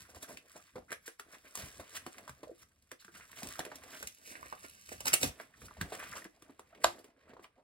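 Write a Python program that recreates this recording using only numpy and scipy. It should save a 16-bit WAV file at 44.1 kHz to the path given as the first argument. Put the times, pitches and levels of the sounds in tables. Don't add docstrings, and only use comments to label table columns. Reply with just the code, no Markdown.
import sys
import numpy as np
from scipy import signal
from scipy.fft import rfft, irfft
from scipy.io import wavfile
from scipy.ndimage import uniform_filter1d, map_coordinates

SR = 44100
rng = np.random.default_rng(int(sys.argv[2]) if len(sys.argv) > 2 else 0)


def wav_record(signal):
    frames = np.transpose(np.atleast_2d(signal))
    bounded = np.clip(frames, -1, 1)
    quanta = np.round(bounded * 32767).astype(np.int16)
    wavfile.write(sys.argv[1], SR, quanta)


N = 336483

# f/Hz, width/Hz, gain/dB
FILM_MODES = [(3150, 1460, 9), (4460, 6700, -13.5), (5370, 2100, 7), (8710, 900, 10), (10750, 870, 10.5),
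              (15600, 500, 3)]
# f/Hz, width/Hz, gain/dB
CARD_MODES = [(1090, 210, 4), (1470, 660, 7), (2000, 1120, 5)]
# f/Hz, width/Hz, gain/dB
PAGE_MODES = [(307, 193, -0.5), (494, 310, 1), (640, 240, 0.5)]


def undb(db):
    return 10 ** (np.asarray(db) / 20)


def unit(x):
    return x / np.sqrt(np.mean(x ** 2))


def resonate(x, modes):
    out = 0
    for k, (hz, width, db) in enumerate(modes):
        b, a = signal.iirpeak(hz, hz / width, fs=SR)
        out = out + (-1) ** k * undb(db) * signal.lfilter(b, a, x)
    return out


def walk(rate):
    hold = int(SR / rate)
    steps = np.repeat(rng.standard_normal(N // hold + 1), hold)
    return uniform_filter1d(steps, hold)[:N]


def add(out, s, x):
    i = int(s * SR)
    out[i:i + len(x)] += x[:len(out) - i]


def crinkle(modes, rate, spread_db, grain_s, smooth_db, patchy_db, colour_db=4.0, drift_db=1.0):
    at = np.flatnonzero(rng.random(N) < rate / SR)
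    size_db = np.minimum(spread_db * rng.exponential(size=len(at)), 11)
    noise = undb(patchy_db * walk(25)) * rng.standard_normal(N)
    out = 0
    for k, mode in enumerate(modes):
        slips = np.zeros(N)
        slips[at] = undb(size_db + colour_db * rng.standard_normal(len(at)))
        grains = signal.lfilter([1], [1, -np.exp(-1 / (grain_s * SR))], slips)
        rubbing = undb(smooth_db + drift_db * walk(13.0))
        out = out + (-1) ** k * resonate((unit(grains) + rubbing) * noise, [mode])
    return unit(out)


def tilted(level_db, tilt_db, film_db, page_db):
    return undb([level_db - tilt_db + film_db, level_db, level_db + tilt_db + page_db])


def rustle():
    # t/s, level/dB, tilt towards the bass/dB
    hand_rubs = [(0.0, -62, -9), (.25, -81, 14.5), (.53, -67, -5.5), (1.04, -89, -3), (1.4, -75.5, -6.5),
                 (1.7, -63, -2.5), (2.17, -64, 1), (2.68, -81.5, -5), (3.08, -84, -5), (3.51, -54, -5),
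                 (3.65, -63, 3.5), (3.91, -61, 3.5), (4.1, -92, -24), (4.4, -60, 1), (4.93, -71, -14.5),
                 (5.151, -66.5, 6.5), (5.5, -72.5, 3), (6.1, -55, -1), (6.271, -74.5, 2), (6.821, -73, 8.5),
                 (7.63, -86.5, 14)]
    # peak t/s, level/dB
    air_puffs = [(0.01, -53), (.17, -55), (.33, -53), (.76, -56), (1.64, -52), (1.8, -60), (2.32, -58.5),
                 (3.15, -63.5), (3.48, -52), (3.618, -59), (4.049, -53), (5.08, -46), (5.254, -40),
                 (5.65, -51), (5.829, -47), (6.86, -55)]
    # f/Hz, width/Hz, gain/dB
    air_modes = [(66, 35.5, 3.5), (123, 63, 1.5), (186, 99, -2)]
    film_db, page_db, air_db = -0.5, -1.5, -12
    air_rest_db = -77
    rise_db_per_s, fall_db_per_s = 499.5, 305.5
    t = np.arange(N) / SR
    s, *columns = np.transpose(hand_rubs)
    level_db, tilt_db = (np.interp(t, s, c) for c in columns)
    film = crinkle(FILM_MODES, 120., 4.2, 0.00081, -0.8, 1.7)
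    card = crinkle(CARD_MODES, 51.0, 4.4, 0.0073, 0.86, 1.1)
    page = crinkle(PAGE_MODES, 58.0, 2.5, 0.015, 0.67, 6.0)
    air = undb(5.6 * walk(12)) * resonate(rng.standard_normal(N), air_modes)
    fan = undb(level_db + air_db) + undb(air_rest_db)
    for peak, db in air_puffs:
        drop_db = np.maximum(rise_db_per_s * (peak - t), fall_db_per_s * (t - peak))
        fan = fan + undb(db - drop_db)
    rub = np.sum(tilted(level_db, tilt_db, film_db, page_db) * [film, card, page], axis=0)
    return rub + fan * unit(air)


def hush():
    # f/Hz, relative level/dB
    tone_spectrum = [(30, 30), (68, 11), (1580, -43.5), (2480, -8), (5450, -10), (7260, -49.5),
                     (9000, -0.5), (11700, -68.5), (19800, -120)]
    level_db = -78
    f = np.maximum(np.arange(N // 2 + 1) * SR / N, 1)
    hz, db = np.transpose(tone_spectrum)
    shape = undb(np.interp(np.log(f), np.log(hz), db))
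    mid, side = rfft(rng.standard_normal((2, N))) * shape
    side = side * np.minimum(f / 500, 1)
    return undb(level_db) * unit(irfft(np.array([mid + side, mid - side]), N))


def crumples():
    # peak t/s, level/dB, tilt towards the bass/dB, extra for stiff creases/dB,
    # build-up/s and fade/s (each to exp(-2) of the peak amplitude)
    handfuls = [(0.102, -60.5, 0, 0.5, 0.019, 0.031), (0.1634, -52, 2.5, -7, 0.021, 0.025),
                (0.2304, -48.5, -2.5, -0.5, 0.015, 0.025), (0.289, -49.5, 2, -6.5, 0.013, 0.078),
                (0.566, -53.5, 4, -4.5, 0.016, 0.031), (0.775, -70, 27, -6, 0.013, 0.044),
                (0.927, -63, -1, -16, 0.047, 0.02), (1.072, -64.5, -9.5, 5.5, 0.041, 0.059),
                (1.347, -59.5, 1.5, 3, 0.084, 0.043), (1.454, -60.5, -1.5, 5.5, 0.014, 0.044),
                (1.611, -52, -2.5, -1, 0.08, 0.16), (1.799, -47, 4, -6.5, 0.005, 0.026),
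                (1.975, -47, -3, 0, 0.054, 0.012), (2.631, -65, -6.5, 1, 0.051, 0.0087),
                (3.001, -71.5, -11.5, 2, 0.0034, 0.15), (3.154, -59, -2, 2, 0.023, 0.11),
                (3.389, -54, -4.5, 1, 0.041, 0.049), (3.9385, -53, -1.5, -2.5, 0.085, 0.16),
                (4.318, -54, -1.5, -9, 0.12, 0.056), (4.3685, -55.5, -0.5, 6, 0.026, 0.014),
                (4.461, -55.5, 0, 8.5, 0.0064, 0.015), (4.65, -50, -3, 3, 0.021, 0.015),
                (4.893, -45, -3.5, -1.5, 0.0082, 0.0087), (4.917, -46, -2.5, -2.5, 0.0078, 0.034),
                (5.079, -32, -3.5, -1, 0.02, 0.018), (5.139, -28.5, -7.5, -0.5, 0.0065, 0.012),
                (5.228, -38.5, -3, -3.5, 0.024, 0.06), (5.41, -58.5, 1, 2, 0.036, 0.063),
                (5.667, -66.5, -14.5, -6, 0.063, 0.0046), (5.9523, -46, 0, 0, 0.042, 0.011),
                (6.001, -53, 1.5, 4.5, 0.022, 0.097), (6.167, -49, -0.5, -8.5, 0.028, 0.072),
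                (6.806, -64.5, -4, 2, 0.0074, 0.25), (7, -64.5, 7.5, -10.5, 0.16, 0.031),
                (7.311, -67.5, 11, 5.5, 0.079, 0.037), (7.444, -60.5, -1, 2, 0.024, 0.019)]
    crackle_db, flutter_db = 1.3, -1.5
    t = np.arange(N) / SR
    shape = np.zeros((3, N))
    for s, level_db, tilt_db, crease_db, build, fade in handfuls:
        near = slice(max(int((s - .15) * SR), 0), int((s + 0.28) * SR))
        x = t[near] - s
        swell = np.exp(-2 * np.where(x < 0, -x / build, x / fade))
        gains = tilted(level_db, tilt_db, crackle_db, flutter_db) * undb([0, crease_db, 0])
        shape[:, near] += gains[:, None] * swell
    crackle = crinkle(FILM_MODES, 300., 5.9, 0.0086, -26.5, 0.71)
    crease = crinkle(CARD_MODES, 400., 2.5, 0.0032, -4.1, .8, 3.5)
    flutter = crinkle(PAGE_MODES, 150., 5.6, 0.0022, -1.5, 0.57, 1.2)
    crease = unit(resonate(crease, [(1650, 2300, 0)]))
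    return np.sum(shape * [crackle, crease, flutter], axis=0)


def folds():
    # t/s, crack drive/dB, crease drive/dB, crease f/Hz, pop drive/dB, final pop f/Hz
    buckles = [(0.147, -43, -48, 1080, -61, 464), (0.372, -37, -40, 2550, -57.5, 280),
               (0.7563, -52, -49, 1130, -39, 398), (0.9056, -42, -43, 1870, -47, 387),
               (0.918, -30.5, -34.5, 1600, -41.5, 392), (0.927, -30.5, -32.5, 1820, -46.5, 434),
               (1.078, -33, -38.5, 1620, -46.5, 446), (1.1963, -32.5, -37.5, 1400, -55.5, 380),
               (1.5534, -24, -39.5, 1130, -57, 646), (1.573, -29, -41.5, 1080, -44.5, 189),
               (2.0645, -33, -34.5, 1020, -38.5, 320), (2.182, -39, -42.5, 2050, -47.5, 690),
               (2.2778, -40.5, -39, 1170, -47, 790), (2.2938, -37, -37.5, 1160, -50, 129),
               (2.4307, -46, -60, 895, -41.5, 466), (2.823, -54, -86, 2060, -83, 213),
               (2.9156, -35, -36, 1730, -45, 345), (3.024, -60, -55, 1520, -81, 400),
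               (3.0473, -44, -48.5, 1520, -64, 186), (3.081, -65, -48.5, 1460, -54, 336),
               (3.199, -60, -50, 1400, -69, 610), (3.209, -63, -43, 1870, -72, 394),
               (3.3152, -39.5, -58, 1730, -65, 183), (3.33, -62, -44, 1700, -71, 200),
               (3.4214, -57, -51, 1940, -44, 610), (3.4309, -28.5, -45, 2050, -43.5, 200),
               (3.592, -25, -29, 945, -35.5, 290), (3.604, -58, -32.5, 1780, -47, 275),
               (3.6504, -32.5, -39.5, 1790, -46, 706), (3.663, -55, -46, 1820, -43, 350),
               (3.7164, -60, -40, 1590, -41, 653), (3.756, -32.5, -67, 2090, -57, 270),
               (3.836, -40, -47.5, 2080, -52, 650), (4.027, -28, -35, 1530, -45, 524),
               (4.072, -25.5, -43, 2040, -73, 211), (4.354, -63, -37.5, 1920, -60, 495),
               (4.429, -81, -37.5, 1130, -69, 493), (4.526, -67, -31, 1130, -46, 526),
               (5.005, -27, -48, 2100, -44.5, 630), (5.0559, -19.5, -36.5, 1002, -43.5, 607),
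               (5.0682, -19.5, -29, 992, -61.5, 624), (5.076, -25.5, -54, 926, -46, 614),
               (5.1214, -53.5, -32.5, 1660, -47, 130), (5.1318, -12.5, -26.5, 2200, -33.5, 655),
               (5.213, -26, -41, 2380, -49, 167), (5.2307, -12.5, -27, 2380, -23.5, 295),
               (5.399, -52, -38.5, 1640, -44, 537), (5.618, -57, -45, 1630, -57, 410),
               (5.71, -69, -45.5, 1190, -58, 766), (5.768, -69, -55, 1190, -48, 566),
               (5.8123, -24.5, -27, 1620, -34.5, 162), (5.921, -66, -66, 990, -35, 500),
               (6.0286, -63, -36.5, 940, -55, 836), (6.243, -37.5, -47, 1700, -67, 335),
               (6.2509, -83, -44, 1750, -43, 301), (6.4222, -43.5, -55, 1120, -55.5, 290),
               (6.495, -81.5, -53, 910, -49.5, 260), (6.5941, -41.5, -42, 975, -53, 343),
               (7.043, -45.5, -55.5, 2020, -54.5, 363), (7.334, -78, -50, 877, -50.5, 356),
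               (7.3673, -89, -45.5, 900, -56, 356.6), (7.394, -78, -50, 1000, -52.5, 338),
               (7.443, -65, -47, 2480, -52.5, 805)]
    rattle_s, creak_s = 0.0093, .004
    lead = 4 * creak_s
    t = np.arange(int(.15 * SR)) / SR - lead
    after = np.maximum(t, 0)
    fade = np.exp(-after / rattle_s)
    creak = 0.11 * np.exp(np.minimum(t, 0) / creak_s) * (t < 0)
    snap = (np.exp(-after / 0.0012) + 0.29 * fade) * np.minimum(after / 0.0012, 1) + creak
    click_shape = np.exp(-after / 0.001) * np.minimum(after / 0.0004, 1)
    crack, body = np.zeros((2, N))
    noise = rng.standard_normal((len(buckles), 3, len(t)))
    for (s, crack_db, crease_db, crease_hz, pop_db, pop_hz), n in zip(buckles, noise):
        add(crack, s - lead, undb(crack_db) * snap * n[0])
        click = click_shape * np.sin(2 * np.pi * crease_hz * after)
        broad = resonate(snap * n[1], [(crease_hz, 1.29 * crease_hz, 0)])
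        rasp = resonate(broad, [(crease_hz, 0.73 * crease_hz, 10.0)])
        turns = pop_hz * (after + 0.002 * (1 - np.exp(-after / 0.004)))
        swing = (1 - np.exp(-turns / 2.4)) * np.exp(-turns / 2.38)
        flutter = unit(resonate(n[2], [(pop_hz, 0.6 * pop_hz, 0)]))
        flutter = flutter * fade * (1 - np.exp(-after / 0.0017))
        pop = 2.57 * swing * np.sin(2 * np.pi * turns) + 0.99 * flutter
        add(body, s - lead, undb(crease_db) * (2.15 * click + rasp) + undb(pop_db) * pop)
    return 0.38 * resonate(crack, FILM_MODES) + body


def scrapes():
    # t/s, length/s, starting f/Hz, final f/Hz, mean drive/dB
    drags = [(0.878, 0.076, 1713, 2250, -50), (2.46, 0.072, 569, 485, -48.5),
             (2.988, 0.043, 4490, 4600, -57.5), (3.165, 0.026, 219, 190, -51),
             (3.211, 0.051, 2050, 1790, -58.5), (6.117, 0.027, 1645, 1600, -40.5),
             (6.151, 0.041, 1498, 1710, -43.5), (6.218, 0.01, 1750, 1800, -44)]
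    slip_cycles, ring_cycles = 4, 1.1
    out = np.zeros(N)
    t = np.arange(int(.03 * SR)) / SR
    for s, length, start_hz, end_hz, db in drags:
        late, bend, size = rng.standard_normal((60, 3)).T
        x = (np.arange(len(late)) + 1 + 0.41 * late) * slip_cycles / start_hz / length
        pitches = np.interp(x, [0, 1], [start_hz, end_hz]) * (1 + 0.17 * bend)
        for at, hz, gain in zip(x, pitches, undb(db + 4.0 * size)):
            if 0 < at < 1:
                c = hz * t / ring_cycles
                ring = np.e * c * np.exp(-c) * np.sin(2 * np.pi * hz * t)
                add(out, s + at * length, gain * np.sqrt(np.sin(np.pi * at)) * ring)
    return out


def squeaks():
    # t/s, length/s, starting f/Hz, drive/dB
    finger_slips = [(3.147, 0.0204, 1047, -49.5), (6.725, 0.018, 550.8, -59)]
    rise = 0.54
    overtones_db = (-5.5, -20.5)
    out = np.zeros(N)
    wobble = undb(4.4 * walk(150))
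    for s, length, hz, db in finger_slips:
        x = np.arange(int(length * SR)) / SR / length
        phase = 2 * np.pi * hz * length * (x + rise * x ** 2 / 2)
        tone = np.sin(phase)
        for k, overtone_db in enumerate(overtones_db):
            tone = tone + undb(overtone_db) * np.sin((k + 2) * phase)
        add(out, s, undb(db) * np.sin(np.pi * x) * tone)
    return out * wobble


def seam():
    start_s, jerks_per_s, tick_hz, mean_db = 4.259, 61., 2350, -49
    t = np.arange(int(.02 * SR)) / SR
    tick = np.sin(2 * np.pi * tick_hz * t) * np.exp(-t / .0015)
    out = np.zeros(N)
    for k, (late, db) in enumerate(rng.standard_normal((7, 2))):
        add(out, start_s + (k + 0.044 * late) / jerks_per_s, undb(mean_db + 2.0 * db) * tick)
    return out


def rings():
    # f/Hz, relative level/dB, t60/s
    spine_modes = [(348, -24, 0.26), (672, 4.5, 0.037), (980, 8.5, 0.019), (1140, 9, 0.014),
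                   (1510, -7, 0.047), (2270, 10.5, 0.0048)]
    # f/Hz, width/Hz, gain/dB
    steel_modes = [(1800, 810, 4), (3360, 730, 4), (4200, 820, 4.5), (7140, 3200, -3.5), (11300, 1400, -2)]
    clack_s, clack_db = 6.8434, -16.5
    t = np.arange(int(.3 * SR)) / SR
    knock = 0
    for hz, db, t60 in spine_modes:
        knock = knock + undb(db) * np.sin(2 * np.pi * hz * t) * np.exp(-np.log(1000) * t / t60)
    knock *= np.minimum(t / 0.0018, 1)
    x = t - .011
    scrape = 1.8 * np.exp(x / 0.002) + 0.022 * np.exp(x / 0.0049)
    strike = 1.2 * np.exp(-x / 0.00078) + 0.15 * np.exp(-x / 0.026)
    burst = np.where(x < 0, scrape, strike)
    out = np.zeros(N)
    add(out, clack_s - .01, undb(clack_db) * resonate(rng.standard_normal(len(t)) * burst, steel_modes))
    add(out, clack_s, undb(clack_db) * knock)
    add(out, clack_s + .0037, undb(clack_db - 10.0) * knock)
    return out


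def room(x):
    t60_s, treble_t60_s, level_db = 0.18, 0.19, -8
    x = signal.lfilter(*signal.butter(1, 450, "high", fs=SR), x)
    t = np.arange(int(.5 * SR)) / SR
    n = rng.standard_normal((3, len(t)))
    low = signal.lfilter(*signal.butter(1, 1500, fs=SR), n)
    n = low * 10 ** (-3 * t / t60_s) + 0.52 * (n - low) * 10 ** (-3 * t / treble_t60_s)
    shared = signal.lfilter(*signal.butter(1, 150, fs=SR), n)
    tail = (shared[0] + (n - shared)[1:]) * np.minimum(t / 0.0019, 1)
    tail = tail / np.sqrt(np.sum(tail[0] ** 2))
    return undb(level_db) * signal.fftconvolve(x[None], tail, axes=1)[:, :N]


def ports(x, lag_ms, pan_db):
    i = np.arange(N)
    half = lag_ms * SR / 2000
    return np.array([undb(side * pan_db / 2) * map_coordinates(x, [i - side * half], order=3)
                     for side in (1, -1)])


def scene():
    # t/s, lag of the left port/ms, left minus right/dB
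    hand_places = [(0, -0.13, -1.5), (1.9, -0.11, -0.5), (2.4, -0.12, -1), (3.9, -0.1, -2.5),
                   (4.102, 0.39, -5), (5.3, 0.26, -5), (5.4, -0.11, -4), (6.1, -0.081, 0),
                   (6.499, -0.096, -1.5)]
    dry = rustle() + crumples() + folds() + scrapes() + squeaks() + seam() + rings()
    s, lag_ms, pan_db = np.transpose(hand_places)
    t = np.arange(N) / SR
    bass = signal.sosfiltfilt(signal.butter(2, 200, fs=SR, output="sos"), dry)
    treble = signal.sosfiltfilt(signal.butter(8, 3300, "high", fs=SR, output="sos"), dry)
    middle = ports(dry - bass - treble, np.interp(t, s, lag_ms), np.interp(t, s, pan_db))
    direct = ports(bass, .55, 1.6) + middle - ports(treble, -.25, -1.4)
    return direct + room(dry) + hush()


def record(dry):
    x = signal.sosfilt(signal.butter(4, 42, "high", fs=SR, output="sos"), dry)
    return signal.sosfilt(signal.ellip(8, .2, 70, 16100, fs=SR, output="sos"), x)


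dry = scene()
out = record(dry)
wav_record(out)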